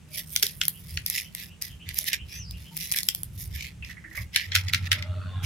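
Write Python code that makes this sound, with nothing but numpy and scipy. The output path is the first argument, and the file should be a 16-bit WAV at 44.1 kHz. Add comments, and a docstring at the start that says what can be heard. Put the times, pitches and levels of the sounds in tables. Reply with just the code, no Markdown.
"""Picking apart a dry seed pod

Close to a hand-held phone, under a porch roof, a dry husk snaps, crackles and rustles: bursts of noise ring
three resonant voices, the hollow body, the cracking wall and its fine splinters. The arms jostle the phone in
bass noise, small birds call in gliding sines over the faint air and rough tones of the garden, and near the
end a low throbbing hum, like a motor, sets in: a wavering sine under a band of rough noise."""
import sys
import numpy as np
from scipy import signal
from scipy.fft import rfft, irfft, next_fast_len
from scipy.io import wavfile
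from scipy.ndimage import uniform_filter1d, map_coordinates

SR = 44100
rng = np.random.default_rng(int(sys.argv[2]) if len(sys.argv) > 2 else 0)


def to_wav(sig):
    """Store sig (one row per channel, or 1-D mono) as 16-bit WAV at the path in sys.argv[1].

    Samples outside -1..1 are clipped; the rate is SR.
    """
    pcm = np.clip(np.atleast_2d(sig), -1, 1) * 32767
    pcm = np.round(pcm).astype(np.int16)
    wavfile.write(sys.argv[1], SR, pcm.T)  # frames by channels


N = 240653

# Spectra of the three voices of the husk: hollow body, cracking wall, fine splinters.
# Each row: frequency in Hz, relative level in dB.
BODY_SPECTRUM = [(100, -40), (400, -29.5), (1100, -28), (1500, -22), (1720, -1), (2000, 6.5), (2400, 4.5),
                 (3200, -1), (4500, -6), (8000, -91.5)]
CRACK_SPECTRUM = [(300, -84), (1450, -28), (1800, -10), (2600, -10.5), (3400, 4), (4300, 1.5), (5200, 8.5),
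                  (6500, 0.5), (8000, -8.5), (11000, -33.5)]
SPLINTER_SPECTRUM = [(500, -108), (5000, -19.5), (8000, -7.5), (9800, 4.5), (12000, 8), (13500, 4),
                     (15300, -0.5), (17000, -15)]


def amp(db):
    """Decibels to an amplitude ratio: 20 dB is a factor of ten."""
    return 10 ** (np.asarray(db) / 20)


def unit(x):
    """Normalization to a root mean square of 1."""
    return x / np.sqrt(np.mean(x ** 2) + 1e-20)


def along(points, hz):
    """Interpolation of (Hz, value) points on a logarithmic frequency axis."""
    f, v = np.transpose(points)
    return np.interp(np.log(hz + 1), np.log(f + 1), v)


def curves(rows):
    """Linear interpolation in time: one value per sample for each column after the time."""
    s, *cols = np.transpose(rows)
    return [np.interp(np.arange(N) / SR, s, c) for c in cols]


def wobble(rate, size=N):
    """Band-limited randomness: a smooth curve through random knots, rate of them a second."""
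    knots = rng.standard_normal(int(size * rate / SR) + 4)
    return map_coordinates(knots, [np.arange(size) * rate / SR])


def filtered(x, response):
    """Linear filtering: the spectrum of x times a response of frequency."""
    m = next_fast_len(N + SR // 2)
    return irfft(rfft(x, m) * response(np.fft.rfftfreq(m, 1 / SR)), m)[..., :N]


def causal(spectrum, ripple_db=0, size=1024):
    """Minimum phase: an impulse response of this colour, with random resonances and energy 1."""
    hz = np.fft.rfftfreq(size, 1 / SR)
    ripple = map_coordinates(rng.standard_normal(size), [hz / 330])  # one knot every 330 Hz
    cepstrum = irfft(np.log(amp(along(spectrum, hz) + ripple_db * ripple)))
    # folding the cepstrum onto positive times puts the energy as early as it can be
    cepstrum[1:size // 2] *= 2
    cepstrum[size // 2 + 1:] = 0
    h = irfft(np.exp(rfft(cepstrum)))
    return h / np.linalg.norm(h)


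def pair(size, apart):
    """Partial coherence: noise at two microphones; apart is the share they do not have in common."""
    common, left, right = rng.standard_normal((3, size))
    return np.sqrt(1 - apart) * common + np.sqrt(apart) * np.array([left, right])


def noise(spectrum, apart):
    """Spectral shaping: coloured stereo noise of rms 1."""
    return unit(filtered(pair(N, apart), lambda hz: amp(along(spectrum, hz))))


def panned(db):
    """Level difference between the microphones: left minus right in dB."""
    return amp([[db / 2], [-db / 2]])


def add(track, s, x):
    """Superposition: mix x into track from time s in seconds."""
    i = max(round(s * SR), 0)
    part = track[:, i:i + x.shape[-1]]
    part += x[..., :part.shape[1]]


def heard(voice, ripple_db):
    """Transfer paths: one voice as it reaches the two microphones, each with its own resonances."""
    return np.array([causal(voice, ripple_db), causal(voice, ripple_db)])


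def snaps(spike_db=10, spike_s=0.00036, click_db=2, lead_db=-9, lead_s=0.002, spread_s=.00005,
          ripple_db=3, crumble_t60_s=.024, size=2048):
    """Brittle fracture: fibres give way, the wall breaks in a sharp burst, the edges crumble for a few ms."""
    # Fractures of the husk. Each row: time in seconds, then relative levels of body, crack and splinters in dB.
    fractures = [(0.3547, -37, -46.5, -35), (0.362, -25.5, -15.5, -18), (0.3977, -52.5, -39, -33),
                 (0.4271, -23.5, -16.5, -20.5), (0.4322, -27.5, -16, -13.5), (0.4664, -37, -25, -27),
                 (0.6145, -21, -20, -32), (0.6355, -32, -37, -29), (0.6532, -51.5, -29, -28),
                 (0.6819, -36.5, -30, -12.5), (0.9734, -24, -28, -44), (1.0626, -44, -23.5, -21.5),
                 (1.1, -38.5, -30.5, -19.5), (1.3496, -38.5, -37, -27.5), (1.6227, -53, -27.5, -24.5),
                 (1.8899, -34.5, -34.5, -32.5), (1.944, -49.5, -47, -32), (1.9846, -42, -54, -22),
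                 (1.9879, -60, -23.5, -17.5), (2.042, -41, -51, -30.5), (2.0878, -29.5, -40, -28),
                 (2.1313, -27, -23, -25), (2.51, -63, -39.5, -35), (2.7682, -40.5, -63, -25.5),
                 (2.775, -52.5, -33.5, -29.5), (2.8087, -43, -33.5, -40.5), (2.9158, -37, -27, -22.5),
                 (2.922, -48.5, -31, -16.5), (2.9384, -32.5, -37, -32.5), (2.9448, -29.5, -59, -35.5),
                 (2.9618, -47, -41, -25.5), (2.9867, -30, -22.5, -24), (3.0058, -40, -35.5, -35),
                 (3.032, -74, -29.5, -26.5), (3.0872, -25.5, -15.5, -16), (3.1487, -58.5, -31.5, -22),
                 (3.233, -66, -44, -24), (3.8477, -40, -42, -54), (4.3609, -15, -17, -21.5),
                 (4.519, -27.5, -33, -72), (4.551, -18, -22, -30.5), (4.5539, -22, -16.5, -22),
                 (4.561, -17.5, -22.5, -29), (4.684, -35, -29.5, -48), (4.7352, -17.5, -20.5, -27),
                 (4.746, -19.5, -23.5, -33), (4.917, -15, -18, -27.5), (4.9205, -19.5, -24.5, -37),
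                 (4.929, -20.5, -28, -25.5), (5.0249, -29.5, -36, -49)]
    body_peak_hz = 1860
    out, lead = np.zeros((2, N)), size // 4
    t = (np.arange(size) - lead) / SR
    core = (t > -.001) & (t < .002)  # the span over which the levels hold
    hz = np.fft.rfftfreq(size, 1 / SR)
    giving_way = amp(lead_db) * np.exp(-np.abs(t) / lead_s)
    crumble = np.where(t < 0, giving_way, amp(-60 * np.abs(t) / crumble_t60_s))
    spike = np.exp(-(t / spike_s - 1) ** 2)
    for s, *levels in fractures:
        # bright splinters part cleanly, deep breaks crunch
        sharpness_db = spike_db + 0.53 * (levels[-1] - levels[0])
        force = (crumble + amp(sharpness_db) * spike) * pair(size, apart=0.41)
        # the place of the break sets which microphone hears it first, and which resonances ring
        delay = rng.normal(1, 1) * spread_s * np.array([[-.5], [.5]])
        force = rfft(force) * np.exp(-2j * np.pi * hz * delay)
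        # a heavy break sets more of the pod moving, so its body rings down to a lower edge
        lower = np.interp(levels[0], [-32, -22], [1, .77])
        body = [(f * lower if f < body_peak_hz else f, db) for f, db in BODY_SPECTRUM]
        voices = body, CRACK_SPECTRUM, SPLINTER_SPECTRUM
        rings = [irfft(force * rfft(heard(voice, ripple_db), size)) for voice in voices]
        snap = sum(amp(db) * r / np.sqrt(np.mean(r[:, core] ** 2)) for db, r in zip(levels, rings))
        # the sharpest snaps overload the phone: one bare click reaching down into the bass,
        # as strong as the splinters are loud and so faint in the duller snaps
        snap[:, lead] += amp(levels[-1] + click_db)
        add(out, s - lead / SR, snap)
    return out


def ringing(x, t60=0.22, width_hz=130):
    """Cavity resonance: the hollow pod rings on in a few blurred modes."""
    # Modes that ring on after a break. 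Each row: frequency in Hz, relative level in dB.
    modes = [(2110, 6), (2400, 4), (3220, 3), (3540, -13.5)]
    t = np.arange(SR // 2) / SR
    ring = 0
    for hz, db in modes:
        ring = ring + amp(db) * wobble(width_hz, size=len(t)) * np.sin(2 * np.pi * hz * t)
    ring = ring * amp(-60 * t / t60)
    return signal.fftconvolve(x, ring[None] / np.linalg.norm(ring), axes=1)[:, :N]


def stroke(peak_s, length, rise_share=0.52, ends_db=22):
    """Amplitude envelope of one movement: it swells to its peak and fades to ends ends_db below it."""
    u = (np.arange(N) / SR - peak_s) / length
    near, gain = np.abs(u) < 2, np.zeros(N)
    from_peak = np.maximum(-u[near] / rise_share, u[near] / (1 - rise_share))
    gain[near] = amp(-ends_db * from_peak ** 1.57)
    return gain


def tear(start_s, attack_s=0.012, decay_db_per_s=220.5):
    """Exponential decay: the gain of one tear, with a sudden start and a steady fall in dB."""
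    t, gain = np.arange(SR // 2) / SR, np.zeros((1, N))
    add(gain, start_s - attack_s, np.minimum(t / attack_s, 1) * amp(-decay_db_per_s * t))
    return gain[0]


def handling():
    """Addition of powers: how hard all strokes and tears drive the body, the wall and the splinters."""
    # Strokes of the fingers over the husk. Each row: time of the peak in seconds, length in seconds,
    # relative level in dB, brightness in dB (splinters up, body down).
    finger_strokes = [(0.18, 0.14, -37, 2.5), (0.356, 0.24, -50, 11), (0.669, 0.53, -64.5, 19.5),
                      (0.919, 0.33, -50.5, 3.5), (1.17, 0.22, -36.5, 0.5), (1.185, 0.06, -31.5, -1),
                      (1.416, 0.18, -42.5, 0.5), (1.905, 0.098, -48.5, -8.5), (1.993, 0.16, -39, 3.5),
                      (2.083, 0.073, -32.5, 0.5), (2.136, 0.09, -33, -5), (2.344, 0.15, -44, -2),
                      (2.62, 0.28, -54.5, 1), (2.831, 0.19, -38, 3.5), (2.963, 0.17, -33.5, 2),
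                      (3.058, 0.21, -50.5, 10), (3.18, 0.3, -56.5, 9.5), (3.42, 0.16, -46, 7.5),
                      (3.557, 0.1, -42, 0.5), (3.635, 0.19, -42.5, -5.5), (3.901, 0.14, -51, -5.5),
                      (4.184, 0.16, -45.5, 1.5), (4.346, 0.037, -40.5, -7), (4.534, 0.035, -42.5, -12.5),
                      (4.69, 0.054, -40.5, -8.5), (4.863, 0.069, -42, -7.5), (5.444, 0.042, -38, -3)]
    # The husk tears on after a break. Each row: time in seconds, relative level in dB, brightness in dB.
    husk_tears = [(0.43, -30.5, 3), (1.07, -39, 4), (1.623, -35.5, 1), (2.769, -42.5, 2),
                  (4.365, -27, -6.5), (4.555, -30, -5), (4.734, -36.5, -5), (4.92, -33.5, -8.5)]
    moves = [(stroke(s, length), db, bright_db) for s, length, db, bright_db in finger_strokes]
    moves += [(tear(s), db, bright_db) for s, db, bright_db in husk_tears]
    gains = np.array([gain for gain, _, _ in moves])
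    shares = np.array([amp([db - bright_db, db, db + bright_db]) for _, db, bright_db in moves])
    return np.sqrt(shares.T ** 2 @ gains ** 2)


def rustle(scatter_db=-1.0, clump_db=2, body_db=-1.5, crack_db=-.5, splinter_db=-1, size=6144):
    """Stick-slip friction: tiny slips of husk on husk over a smooth rub; each new grip rings other resonances."""
    slips_per_s, ticks_per_s, tick_db, rub_share = 500, 70, 27, .45
    slips = (rng.random(N) < slips_per_s / SR) * amp(scatter_db * np.minimum(rng.standard_normal(N), 2))
    # the energy of a slip decays with a time constant of 0.4 ms
    slip_energy = signal.lfilter([1], [1, -np.exp(-1 / (.0004 * SR))], slips ** 2)
    grit = np.sqrt(np.abs(slip_energy))
    pressure = (unit(grit) + rub_share) * amp(clump_db * wobble(rate=98))
    fibres = rng.random(N) < ticks_per_s / SR
    out = np.zeros((2, N))
    voices = ((BODY_SPECTRUM, body_db, .45), (CRACK_SPECTRUM, crack_db, .7),
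              (SPLINTER_SPECTRUM, splinter_db, .8))
    for drive, (voice, db, apart) in zip(handling(), voices):
        # now and then a single fibre snaps with a clean tick, each in its own mix of the three voices
        ticks = fibres * amp(tick_db) * np.tanh(rng.standard_normal(N))
        force = np.pad(pressure * pair(N, apart) + ticks, ((0, 0), (0, size)))
        grains = np.zeros((2, N))
        # half-overlapping windows fade from grip to grip
        for i in range(0, N, size // 2):
            grip = heard(voice, ripple_db=5.5)
            windowed = force[:, i:i + size] * np.hanning(size)
            add(grains, i / SR, signal.fftconvolve(windowed, grip, axes=1))
        out += amp(db) * drive * unit(grains)
    return out * panned(db=-3.0)


def knocks(t60=0.19, q=5.7):
    """Damped resonance: a soft contact and a brief roll ring one mode of the hollow pod."""
    # Soft knocks of the pod and its loose seeds. 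Each row: time in seconds, frequency in Hz, relative level in dB.
    contacts = [(0.427, 414, -46), (2.012, 614, -56.5), (3.824, 2580, -36.5), (3.893, 1865, -39.5),
                (3.968, 1990, -42.5), (4.04, 1890, -38.5), (4.111, 1910, -43), (4.149, 1920, -36),
                (4.174, 2085, -33), (4.17, 587, -49.5), (4.172, 1110, -49.5)]
    out, t = np.zeros((2, N)), np.arange(SR // 8) / SR
    for s, hz, db in contacts:
        ring = np.sin(2 * np.pi * hz * t) * t * np.exp(-np.pi * hz / q * t)
        roll = unit(signal.fftconvolve(pair(len(t), apart=0.55), ring[None], axes=1)[:, :len(t)])
        add(out, s, roll * amp(db - 60 * t / t60))
    return out * panned(db=-3.5)


def rumble(tremor_db=-52):
    """Structure-borne noise: soft shifts of the arm shake the phone, over the slight tremor of the hand."""
    # Shifts of the arm. Each row: time of the peak in seconds, length in seconds, relative level in dB.
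    jostles = [(0.577, 0.057, -39), (0.863, 0.21, -42.5), (0.97, 0.24, -36), (1.721, 0.16, -42),
               (1.903, 0.18, -38), (2.245, 0.16, -37.5), (2.492, 0.55, -38), (3.357, 0.7, -41),
               (3.505, 0.62, -36.5), (3.84, 0.27, -40), (4.221, 0.2, -36)]
    # Spectrum of the shaking. Each row: frequency in Hz, relative level in dB per Hz.
    thud = [(20, -30.5), (45, -11), (68, -1), (120, -7.5), (170, -16), (230, -34), (400, -42.5),
            (900, -101)]
    shift_power = sum((amp(db) * stroke(s, length)) ** 2 for s, length, db in jostles)
    shake = np.sqrt(amp(tremor_db) ** 2 + shift_power)
    return shake * noise(thud, apart=0.029) * panned(db=-1.4)


def patchy(x, depth_db, size=512):
    """Time-frequency modulation: random patches of gain, some 260 Hz wide and a tenth of a second long."""
    z = signal.stft(x, nperseg=size)[2]
    field = uniform_filter1d(rng.standard_normal(z.shape[1:]), size=3, axis=0)
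    field = uniform_filter1d(field, size=20, axis=1)
    return unit(signal.istft(z * amp(depth_db * unit(field)), nperseg=size)[1][:, :N])


def hum(pitch_hz=92, waver=0.016):
    """Amplitude modulation: a low motor-like drone throbs, with a rough, uneven band above it that grows."""
    # Spectrum of the rough band. Each row: frequency in Hz, relative level in dB per Hz.
    growl = [(60, -5), (90, 9), (115, 13.5), (160, 8), (200, -3.5), (260, -37), (450, -20), (620, -22),
             (800, -15.5), (1080, -16), (1350, -7.5), (1680, -15.5), (2500, -22.5), (3500, -17),
             (4500, -27.5), (7000, -74.5)]
    start_s, rise_s, note_db = 4.45, 0.069, -34
    throb_at_s, throb_period_s, swell_db, beat_db = 4.885, 0.263, 3, 5.5
    s = np.arange(N) / SR
    phase = 2 * np.pi * np.cumsum(pitch_hz * (1 + waver * wobble(rate=47))) / SR
    # one swell and three beats a period: two strong beats and a weaker one
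    turn = 2 * np.pi * (s - throb_at_s) / throb_period_s
    throb_db = swell_db * np.cos(turn) - beat_db * np.cos(3 * turn)
    note = amp(note_db + throb_db) * unit(np.sin(phase) * amp(1.5 * wobble(rate=40)))
    rough = patchy(noise(growl, apart=0.3) * (1 + .5 * np.cos(phase)), depth_db=4.5)
    rough_db = np.interp(s, [4.5, 4.9, 5.25], [-45, -41, -38])
    onset = np.clip((s - start_s) / rise_s, 0, 1)
    return onset * (note + amp(rough_db) * rough) * panned(db=-1.0)


def birds(blur_hz=180, chirp_s=0.056, arch_octaves=0.08, whistle_db=-50):
    """Frequency modulation: arched chirps and one high whistle that rises, then falls, all with a fast flutter."""
    # Chirps of small birds. Each row: time in seconds, pitch in Hz, glide in octaves, relative level in dB.
    chirps = [(0.733, 2980, 0.17, -58.5), (1.229, 2944, 0.21, -55), (1.488, 2900, 0.16, -59),
              (1.689, 3100, -0.17, -55), (1.796, 2950, 0.14, -53.5), (2.179, 2935, 0.18, -50.5),
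              (2.378, 2814, 0.1, -55.5), (2.526, 2840, 0.164, -55.5), (2.645, 3010, 0.18, -56),
              (2.466, 5000, 0.12, -51.5)]
    # Pitch of the whistle. Each row: time in seconds, pitch in Hz.
    whistle = [(2.289, 5250), (2.374, 6200), (2.409, 5860), (2.478, 4400)]
    out, flutter = np.zeros((2, N)), wobble(rate=770)
    u = np.linspace(-.5, .5, int(chirp_s * SR))
    notes = [(s, hz * 2 ** (glide * u - arch_octaves * (2 * u) ** 2), db) for s, hz, glide, db in chirps]
    start, end = whistle[0][0], whistle[-1][0]
    notes.append((start, curves(whistle)[0][int(start * SR):int(end * SR)], whistle_db))
    for s, hz, db in notes:
        pitch = hz + blur_hz * flutter[int(s * SR):][:len(hz)]
        swell = np.sqrt(np.abs(np.sin(np.linspace(0, np.pi, len(hz)))))
        add(out, s, 2 * amp(db) * swell * np.sin(2 * np.pi * np.cumsum(pitch) / SR))
    return out


def far_tones(width_hz=50):
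    """Narrow-band noise: faint rough tones swell and fade far off."""
    # Rough tones of the surroundings. Each row: start in seconds, end in seconds, frequency in Hz, level in dB.
    tones = [(0, 1.09, 157.6, -52.5), (2.67, 2.898, 161.5, -46.5), (0.096, 0.226, 610, -61),
             (2.71, 2.75, 900, -56.5), (4.044, 4.15, 316.2, -56), (4.938, 5.313, 610, -51.5),
             (5.224, 5.59, 1061, -55.5), (5.279, 5.363, 3570, -58), (5.33, 5.552, 1640, -57)]
    out = np.zeros((2, N))
    for start, end, hz, db in tones:
        t = np.arange(int((end - start) * SR) + 2) / SR
        swell = np.sqrt(np.abs(np.sin(np.pi * t / t[-1])))
        width = min(width_hz, hz / 10)
        # two random quadratures spread the tone into a band
        tone = wobble(width, size=len(t)) * np.sin(2 * np.pi * hz * t)
        tone += wobble(width, size=len(t)) * np.cos(2 * np.pi * hz * t)
        add(out, start, amp(db) * swell * unit(tone))
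    return out


def air():
    """Stationary random noise: the steady, coloured bed of the garden."""
    # Spectrum of the air. Each row: frequency in Hz, relative level in dB per Hz.
    air_spectrum = [(30, -32), (100, -21), (170, 8.5), (240, -7.5), (400, -14), (800, -21), (1500, -21.5),
                    (2800, -19.5), (4300, -27), (6000, -25), (8500, -25.5), (15000, -39.5)]
    return amp(-53) * noise(air_spectrum, apart=0.53)


def porch(x, gap_s=0.0088):
    """Reverberation: roof and wall answer with a short diffuse tail."""
    # Decay under the porch. Each row: frequency in Hz, time to fall by 60 dB in seconds.
    decay = [(200, 0.143), (2000, 0.18), (6000, 0.1), (14000, 0.06)]
    hz, t, z = signal.stft(rng.standard_normal((2, SR // 2)), SR, nperseg=256)
    tail = signal.istft(z * amp(-60 * t / along(decay, hz)[:, None]), SR, nperseg=256)[1]
    tail = np.pad(tail / np.linalg.norm(tail[0]), ((0, 0), (int(gap_s * SR), 0)))
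    return signal.fftconvolve(x, tail, axes=1)[:, :N]


def scene():
    """Superposition: the pod close by, the garden behind it, and the bass of hand and hum."""
    # The pod at the two microphones. Each row: frequency in Hz, left minus right in dB.
    lean = [(400, 5), (1000, -4.5), (2200, -3), (5000, 4.5), (8000, -5.5), (13000, -0.5)]
    cracks = snaps()
    calls = birds()
    pod = cracks + rustle() + amp(-12.5) * porch(cracks) + amp(-27.5) * ringing(cracks) + knocks()
    pod = filtered(pod, lambda hz: amp(along(lean, hz) * np.array([[.5], [-.5]])))
    garden = amp(-0.5) * calls + amp(-2.5) * porch(calls) + far_tones() + air()
    return pod + garden + rumble() + hum()


def record(dry, overload=0.8, top_hz=16200):
    """Saturation and band limiting: the hardest snaps overload the phone, and nothing above top_hz is kept."""
    held = dry / (1 + (dry / overload) ** 4) ** .25  # peaks bend smoothly towards the overload level
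    return filtered(held, lambda hz: hz < top_hz)


dry = scene()
out = record(dry)
to_wav(out)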